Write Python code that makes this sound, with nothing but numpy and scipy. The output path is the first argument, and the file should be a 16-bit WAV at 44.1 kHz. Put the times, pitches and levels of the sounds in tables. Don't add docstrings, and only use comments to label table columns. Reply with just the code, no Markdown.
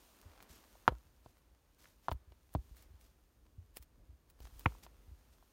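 import sys
import numpy as np
from scipy import signal
from scipy.fft import rfft, irfft
from scipy.io import wavfile

SR = 44100
rng = np.random.default_rng(int(sys.argv[2]) if len(sys.argv) > 2 else 0)


def master_out(mix):
    frames = np.transpose(np.atleast_2d(mix))
    ceiling = np.clip(frames, -1, 1)
    pcm = np.round(ceiling * 32767).astype(np.int16)
    wavfile.write(sys.argv[1], SR, pcm)


N = 243720
TIME = np.arange(N) / SR
HIT_T = np.arange(SR // 2) / SR


def from_db(db):
    return 10 ** (np.asarray(db) / 20)


def rms_one(x):
    return x / np.sqrt(np.mean(x ** 2) + 1e-20)


def peak_one(x):
    return x / (np.abs(x).max() + 1e-20)


def fade(t60):
    return from_db(-60 * np.minimum(HIT_T / t60, 5))


def add(out, s, sound):
    at = max(round(s * SR), 0)
    out[at:at + len(sound)] += sound[:max(N - at, 0)]


def colour(x, spectrum):
    hz, db = np.transpose(spectrum)
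    bins = np.maximum(np.fft.rfftfreq(len(x), 1 / SR), 1)
    gain = from_db(np.interp(np.log(bins), np.log(hz), db))
    return rms_one(irfft(rfft(x) * gain, len(x)))


def noise(spectrum, size):
    return colour(rng.standard_normal(size), spectrum)


def band(x, low_hz, high_hz, order=2):
    edges = [low_hz, min(high_hz, SR / 2 - 500)]
    return signal.sosfilt(signal.butter(order, edges, "band", fs=SR, output="sos"), x + 1e-18)


def drift(rate):
    return np.interp(TIME * min(rate, 200), np.arange(1200), rng.standard_normal(1200))


def grains(size, spread_db):
    strength = from_db(spread_db * np.clip(rng.standard_normal(size), -2, 2))
    return rng.standard_normal(size) * strength


# start_s, level_db (peak of the jolt), pitch_hz, crack_db (relative to the jolt, before trims)
STONE_KNOCKS = [(0.404, -49.5, 1010, -4), (0.754, -53.5, 640, -25), (0.856, -58, 1180, -21),
                (0.8673, -56, 1190, -22), (0.8787, -8.5, 1034, -20.5), (0.8865, -31.5, 740, -8.5),
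                (0.921, -42, 480, -22.5), (1.261, -46.5, 720, -18), (1.843, -54, 1600, -13),
                (1.856, -46.5, 1696, -14), (2.0839, -20.5, 930, -21), (2.0911, -32.5, 875, -18),
                (2.1153, -28, 750, -14.5), (2.1186, -32.5, 870, -10), (2.321, -54, 560, -5.5),
                (2.5501, -25, 710, -19.5), (4.404, -51.5, 600, -6.5), (4.658, -21.5, 1260, -35.5),
                (4.6600, -17.5, 2130, -33.5), (4.6601, -22.5, 900, -34), (4.722, -50.5, 956, -20),
                (4.7505, -52.5, 945, -30), (4.865, -46, 722, -9.5), (5.426, -55.5, 853, -15)]
# pitch_hz, level_db (relative to the jolt, before trims), t60_s
ROCK_RINGING = [(285.5, -28, 0.015), (388.6, -25, 0.05), (503, -23, 0.055), (750, -29, 0.02),
                (924, -18, 0.034), (1350, -29.5, 0.023), (1520, -27, .025), (3050, -38, 0.052),
                (3370, -38, .04), (3800, -39.5, 0.031), (4080, -44, .04), (5900, -45.5, 0.049)]
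# pitch_hz, level_db
CRACK_COLOUR = [(300, -10), (900, -10.5), (1800, 1.5), (3100, -3), (4000, -5.5), (5500, -9.5),
                (8000, -20.5), (15000, -22.5)]
USUAL_CRACK_DB, USUAL_OCTAVES, OCTAVES_DOUBLE_DB = -20.5, 0.97, 15.5


def knocks(crack_t60=0.031, grit_db=-8, chip_db=2, chip_low_hz=2200, chip_high_hz=3800,
           scatter_db=-24, scatter_t60=0.034, echo_s=0.0029, echo_db=-11,
           softness=1.78, ring_db=-2, uneven_db=5.0):
    out = np.zeros(N)
    click = signal.unit_impulse(len(HIT_T))
    mode_hz, mode_db, mode_t60 = np.transpose(ROCK_RINGING)
    modes = np.sin(2 * np.pi * mode_hz[:, None] * HIT_T) * fade(mode_t60[:, None])
    chip = from_db(chip_db) * peak_one(band(click, chip_low_hz, chip_high_hz))
    for s, db, hz, crack_db in STONE_KNOCKS:
        octaves = USUAL_OCTAVES * 2 ** ((crack_db - USUAL_CRACK_DB) / OCTAVES_DOUBLE_DB)
        low_hz, high_hz = hz / 2 ** (octaves / 2), hz * 2 ** (octaves / 2)
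        jolt = peak_one(band(band(click, low_hz, high_hz), 30, softness * hz, order=3))
        mode_gain = from_db(ring_db + mode_db + uneven_db * rng.standard_normal(len(ROCK_RINGING)))
        ringing = (mode_gain / np.hypot(1, mode_hz / (3 * hz))) @ modes
        grit = from_db(grit_db) * colour(grains(len(HIT_T), spread_db=3.5), CRACK_COLOUR) * fade(crack_t60)
        blow = jolt + from_db(crack_db) * (chip + grit) + ringing
        scatter = rms_one(band(rng.standard_normal(len(HIT_T)), low_hz / 2, high_hz, order=3))
        scatter = scatter * fade(scatter_t60)
        echo = from_db(echo_db) * jolt + from_db(scatter_db) * scatter
        add(out, s, from_db(db) * blow)
        add(out, s + echo_s, from_db(db) * echo)
    return out


# start_s, level_db (size of the bounce), pitch_hz (of the bounce),
# slap_db (relative to the bounce, before trims), settle_db (relative to the bounce), settle_swell_s
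ROCK_LANDINGS = [(0.8827, -32.5, 115, -2, -6, 0.019), (0.920, -43, 139, -9, -7, 0.018),
                 (1.260, -56, 91, -3, -8, .01), (2.090, -44.5, 100, -5, -12, 0.0054),
                 (2.1159, -31.5, 71.5, -9, -5, 0.0064), (2.5516, -29, 74, -1.5, -6, 0.0073),
                 (4.66, -24, 84, -7, -16.5, 0.01)]
THUD_SWELL_CYCLES = 0.45
SETTLE_S, SETTLE_HZ, SETTLE_SLAP_DB = 0.036, 61, -25


def landings():
    presses = []
    for s, db, hz, slap_db, settle_db, swell_s in ROCK_LANDINGS:
        presses.append((s, db, hz, THUD_SWELL_CYCLES / hz, slap_db))
        presses.append((s + SETTLE_S - swell_s, db + settle_db, SETTLE_HZ, swell_s, SETTLE_SLAP_DB))
    return presses


# pitch_hz, level_db
SLAP_COLOUR = [(60, -19.5), (140, 1.5), (200, -1), (280, -1.5), (400, -4), (600, -13.5), (1200, -28),
               (3000, -58.5)]
# pitch_hz, level_db (relative to the slap level), t60_s
SOIL_CRUST = [(154.7, -1.5, 0.047), (283, 0, 0.04)]


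def soil(presses, slap_t60=0.038, slap_noise_db=-3, slap_rise_s=0.0012):
    out = np.zeros(N)
    crust = sum(from_db(db) * np.sin(2 * np.pi * hz * HIT_T) * fade(t60) for hz, db, t60 in SOIL_CRUST)
    slap_shape = fade(slap_t60) * (1 - np.exp(-HIT_T / slap_rise_s))
    for s, db, hz, swell_s, slap_db in presses:
        age = np.minimum(HIT_T / swell_s, 40)
        bounce = -np.sin(2 * np.pi * hz * HIT_T) * age * np.exp(1 - age)
        slap = from_db(slap_noise_db) * noise(SLAP_COLOUR, size=len(HIT_T)) * slap_shape
        add(out, s, from_db(db) * (bounce + from_db(slap_db) * (slap + crust)))
    return out


# start_s, level_db (peak of the tick)
TWIG_SNAPS = [(0.4259, -42), (1.381, -60), (2.1102, -47), (2.1224, -37), (2.5395, -41), (2.768, -44),
              (2.824, -47), (3.012, -50), (3.7698, -28), (3.8254, -41.5), (4.3004, -49), (4.404, -50),
              (4.5944, -40.5)]
# pitch_hz, level_db
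SNAP_COLOUR = [(200, -1), (1000, -1.5), (4000, -3.5), (6000, -5.5), (9000, -2.5), (13000, -2.5),
               (16000, 4.5)]
USUAL_SNAP_DB, CRUMBLE_DB, CRUMBLE_FOLLOWS = -46.5, -58, 0.76


def snaps(snap_t60=0.0057, crumble_t60=0.051, strain_db=-8, strain_s=0.011, lead_s=0.03):
    out = np.zeros(N)
    since = HIT_T - lead_s
    strain = from_db(strain_db) * np.exp(-np.abs(since) / strain_s)
    crumble = from_db(-60 * np.abs(since) / crumble_t60)
    swell = np.where(since < 0, strain, crumble)
    for s, db in TWIG_SNAPS:
        tick = peak_one(noise(SNAP_COLOUR, size=len(HIT_T)) * fade(snap_t60))
        crumbs = colour(grains(len(HIT_T), spread_db=16.0), SNAP_COLOUR) * swell
        crumbs_db = CRUMBLE_DB + CRUMBLE_FOLLOWS * (db - USUAL_SNAP_DB)
        add(out, s, from_db(db) * tick)
        add(out, s - lead_s, from_db(crumbs_db) * crumbs)
    return out


# start_s, level_db (size of the heel's bounce), pitch_hz, sole_db (relative to the heel)
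FOOT_STEPS = [(0.255, -49, 81.5, -15), (0.5, -52, 63.5, -10), (2.275, -51, 66, -1.5),
              (2.711, -45, 53.3, -11), (2.903, -52, 68.5, 2), (3.579, -44, 89, -12),
              (3.797, -51, 65, -21.5), (4.091, -48, 67, -3.5), (4.403, -45, 51.7, 0.5),
              (4.524, -49.5, 50.4, 2), (5.078, -49, 67.4, 4)]
STEP_SWELL_S, SOLE_AFTER_S, STEP_SLAP_DB = 0.0085, 0.035, -22


def footfalls():
    presses = []
    for s, db, hz, sole_db in FOOT_STEPS:
        presses.append((s, db, hz, STEP_SWELL_S, STEP_SLAP_DB))
        presses.append((s + SOLE_AFTER_S, db + sole_db, hz, STEP_SWELL_S, STEP_SLAP_DB))
    return presses


# start_s, level_db (before the clumping), length_s
NEEDLE_SCUFFS = [(0.486, -62, 0.16), (1.222, -76, .18), (1.783, -67.5, .19), (2.025, -71.5, 0.082),
                 (2.764, -68.5, 0.12), (3.005, -73, 0.15), (4.413, -67, 0.1), (4.589, -66, 0.049),
                 (4.826, -58, 0.038), (5.319, -73, 0.043)]
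# pitch_hz, level_db
SCUFF_COLOUR = [(200, 14), (1000, 5), (2500, 4), (6000, 4.5), (10000, -1), (13000, 2.5), (16000, -5)]


def scuffs(clump_db=3):
    pressure = np.zeros(N)
    for s, db, length in NEEDLE_SCUFFS:
        progress = HIT_T[HIT_T < length] / length
        add(pressure, s, from_db(db) * np.sin(np.pi * np.sqrt(progress)))
    clumps = from_db(clump_db * np.tanh(drift(160)))
    return pressure * clumps * colour(grains(N, spread_db=6), SCUFF_COLOUR)


# start_s, level_db, length_s
BOOT_CRUNCHES = [(0.224, -68, 0.27), (4.396, -68, 0.093)]
# pitch_hz, level_db
CRUMB_COLOUR = [(150, -15.5), (500, -3.5), (1100, -0.5), (2000, -9), (5500, -14), (12000, -24.5)]


def crunches(breaks_per_s=130, late_peak=1.6):
    load = np.zeros(N)
    for s, db, length in BOOT_CRUNCHES:
        progress = HIT_T[HIT_T < length] / length
        add(load, s, from_db(db) * np.sin(np.pi * progress ** late_peak))
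    breaks = grains(N, spread_db=3) * (rng.random(N) < breaks_per_s / SR)
    return load * colour(breaks, CRUMB_COLOUR)


# start_s, rustle_level_db, needle_level_db (both before each layer's trim)
LITTER_STIR = [(0.03, -70, -71.5), (0.43, -67.5, -77.5), (0.72, -70, -73), (1.04, -75.5, -80.5),
               (1.59, -78, -84.5), (2.0, -77.5, -80.5), (2.22, -75.5, -84.5), (2.51, -79.5, -81.5),
               (2.68, -75, -77), (2.85, -73.5, -81), (3.29, -79.5, -84), (4.32, -78.5, -85.5),
               (4.56, -71.5, -72.5), (4.71, -69.5, -71), (4.9, -73.5, -80), (5.53, -76.5, -79.5)]
# pitch_hz, level_db
LITTER_COLOUR = [(88, -35.5), (150, -7.5), (240, 5), (407, 0), (562, 0), (680, -2.5), (1010, -2),
                 (1790, -7), (5000, -20.5), (6500, -40), (11000, -120)]
# pitch_hz, level_db
NEEDLE_COLOUR = [(1470, -26), (2500, -5), (5520, -5.5), (6970, -4.5), (7710, -10.5), (8660, -4.5),
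                 (10400, -10.5), (11300, -7), (15200, -6), (16000, -14)]
CRUMB_RATE_FOLLOWS = 1.2


def litter(rustle_db=-1, hiss_db=2.0, crackle_db=-9, crackles_per_s=120, flutter_db=0.03,
           crumb_db=-10, crumbs_per_s=70):
    s, soft_db, bright_db = np.transpose(LITTER_STIR)
    soft_db = np.interp(TIME, s, soft_db)
    bright_db = np.interp(TIME, s, bright_db)
    rustle = from_db(rustle_db + flutter_db * drift(40)) * noise(LITTER_COLOUR, size=N)
    crumb_rate = crumbs_per_s * from_db(CRUMB_RATE_FOLLOWS * (soft_db - soft_db.mean()))
    crumbs = colour(grains(N, spread_db=5) * (rng.random(N) < crumb_rate / SR), CRUMB_COLOUR)
    crackle = colour(grains(N, spread_db=5.5) * (rng.random(N) < crackles_per_s / SR), NEEDLE_COLOUR)
    hiss = from_db(hiss_db) * noise(NEEDLE_COLOUR, size=N)
    soft = from_db(soft_db) * (rustle + from_db(crumb_db) * crumbs)
    bright = from_db(bright_db) * (hiss + from_db(crackle_db) * crackle)
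    return soft + bright


# pitch_hz, level_db
TREE_COLOUR = [(150, -1), (500, -5.5), (1100, -7), (2500, -7.5), (6000, -13.5), (15000, -20)]


def forest(x, wet_db=-38.0, t60=0.19, first_echo_s=0.012):
    shape = fade(t60) * (1 - np.exp(-HIT_T / first_echo_s))
    echoes = colour(grains(len(HIT_T), spread_db=0.5), TREE_COLOUR) * shape
    return from_db(wet_db) * signal.fftconvolve(x, echoes / np.linalg.norm(echoes))[:N]


# start_s, level_db (before rumble_db and the random sway)
RUMBLE_SWAY = [(0.0, -76), (1.09, -70.5), (1.85, -77), (2.65, -69.5), (4.37, -72), (4.59, -65), (5.14, -70),
               (5.53, -75)]
# pitch_hz, level_db
RUMBLE_COLOUR = [(15, -30), (30, -7.5), (45, 2), (62, 0), (80, -9), (110, -14), (200, -21.5), (310, -22),
                 (450, -27), (700, -32.5), (1500, -62.5)]


def air(rumble_db=4.5, sway_db=2.0):
    level_db = np.interp(TIME, *np.transpose(RUMBLE_SWAY))
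    return from_db(level_db + rumble_db + sway_db * drift(10)) * noise(RUMBLE_COLOUR, size=N)


def scene():
    blows = knocks() + soil(landings()) + snaps()
    feet = soil(footfalls()) + scuffs() + crunches()
    mix = blows + forest(blows) + feet + litter() + air()
    return mix[None]


CUTOFF_HZ = 15900


def record(dry):
    lean = signal.sosfilt(signal.butter(2, 32, "high", fs=SR, output="sos"), dry)
    return signal.sosfilt(signal.ellip(10, .1, 70, CUTOFF_HZ, fs=SR, output="sos"), lean)


dry = scene()
out = record(dry)
master_out(out)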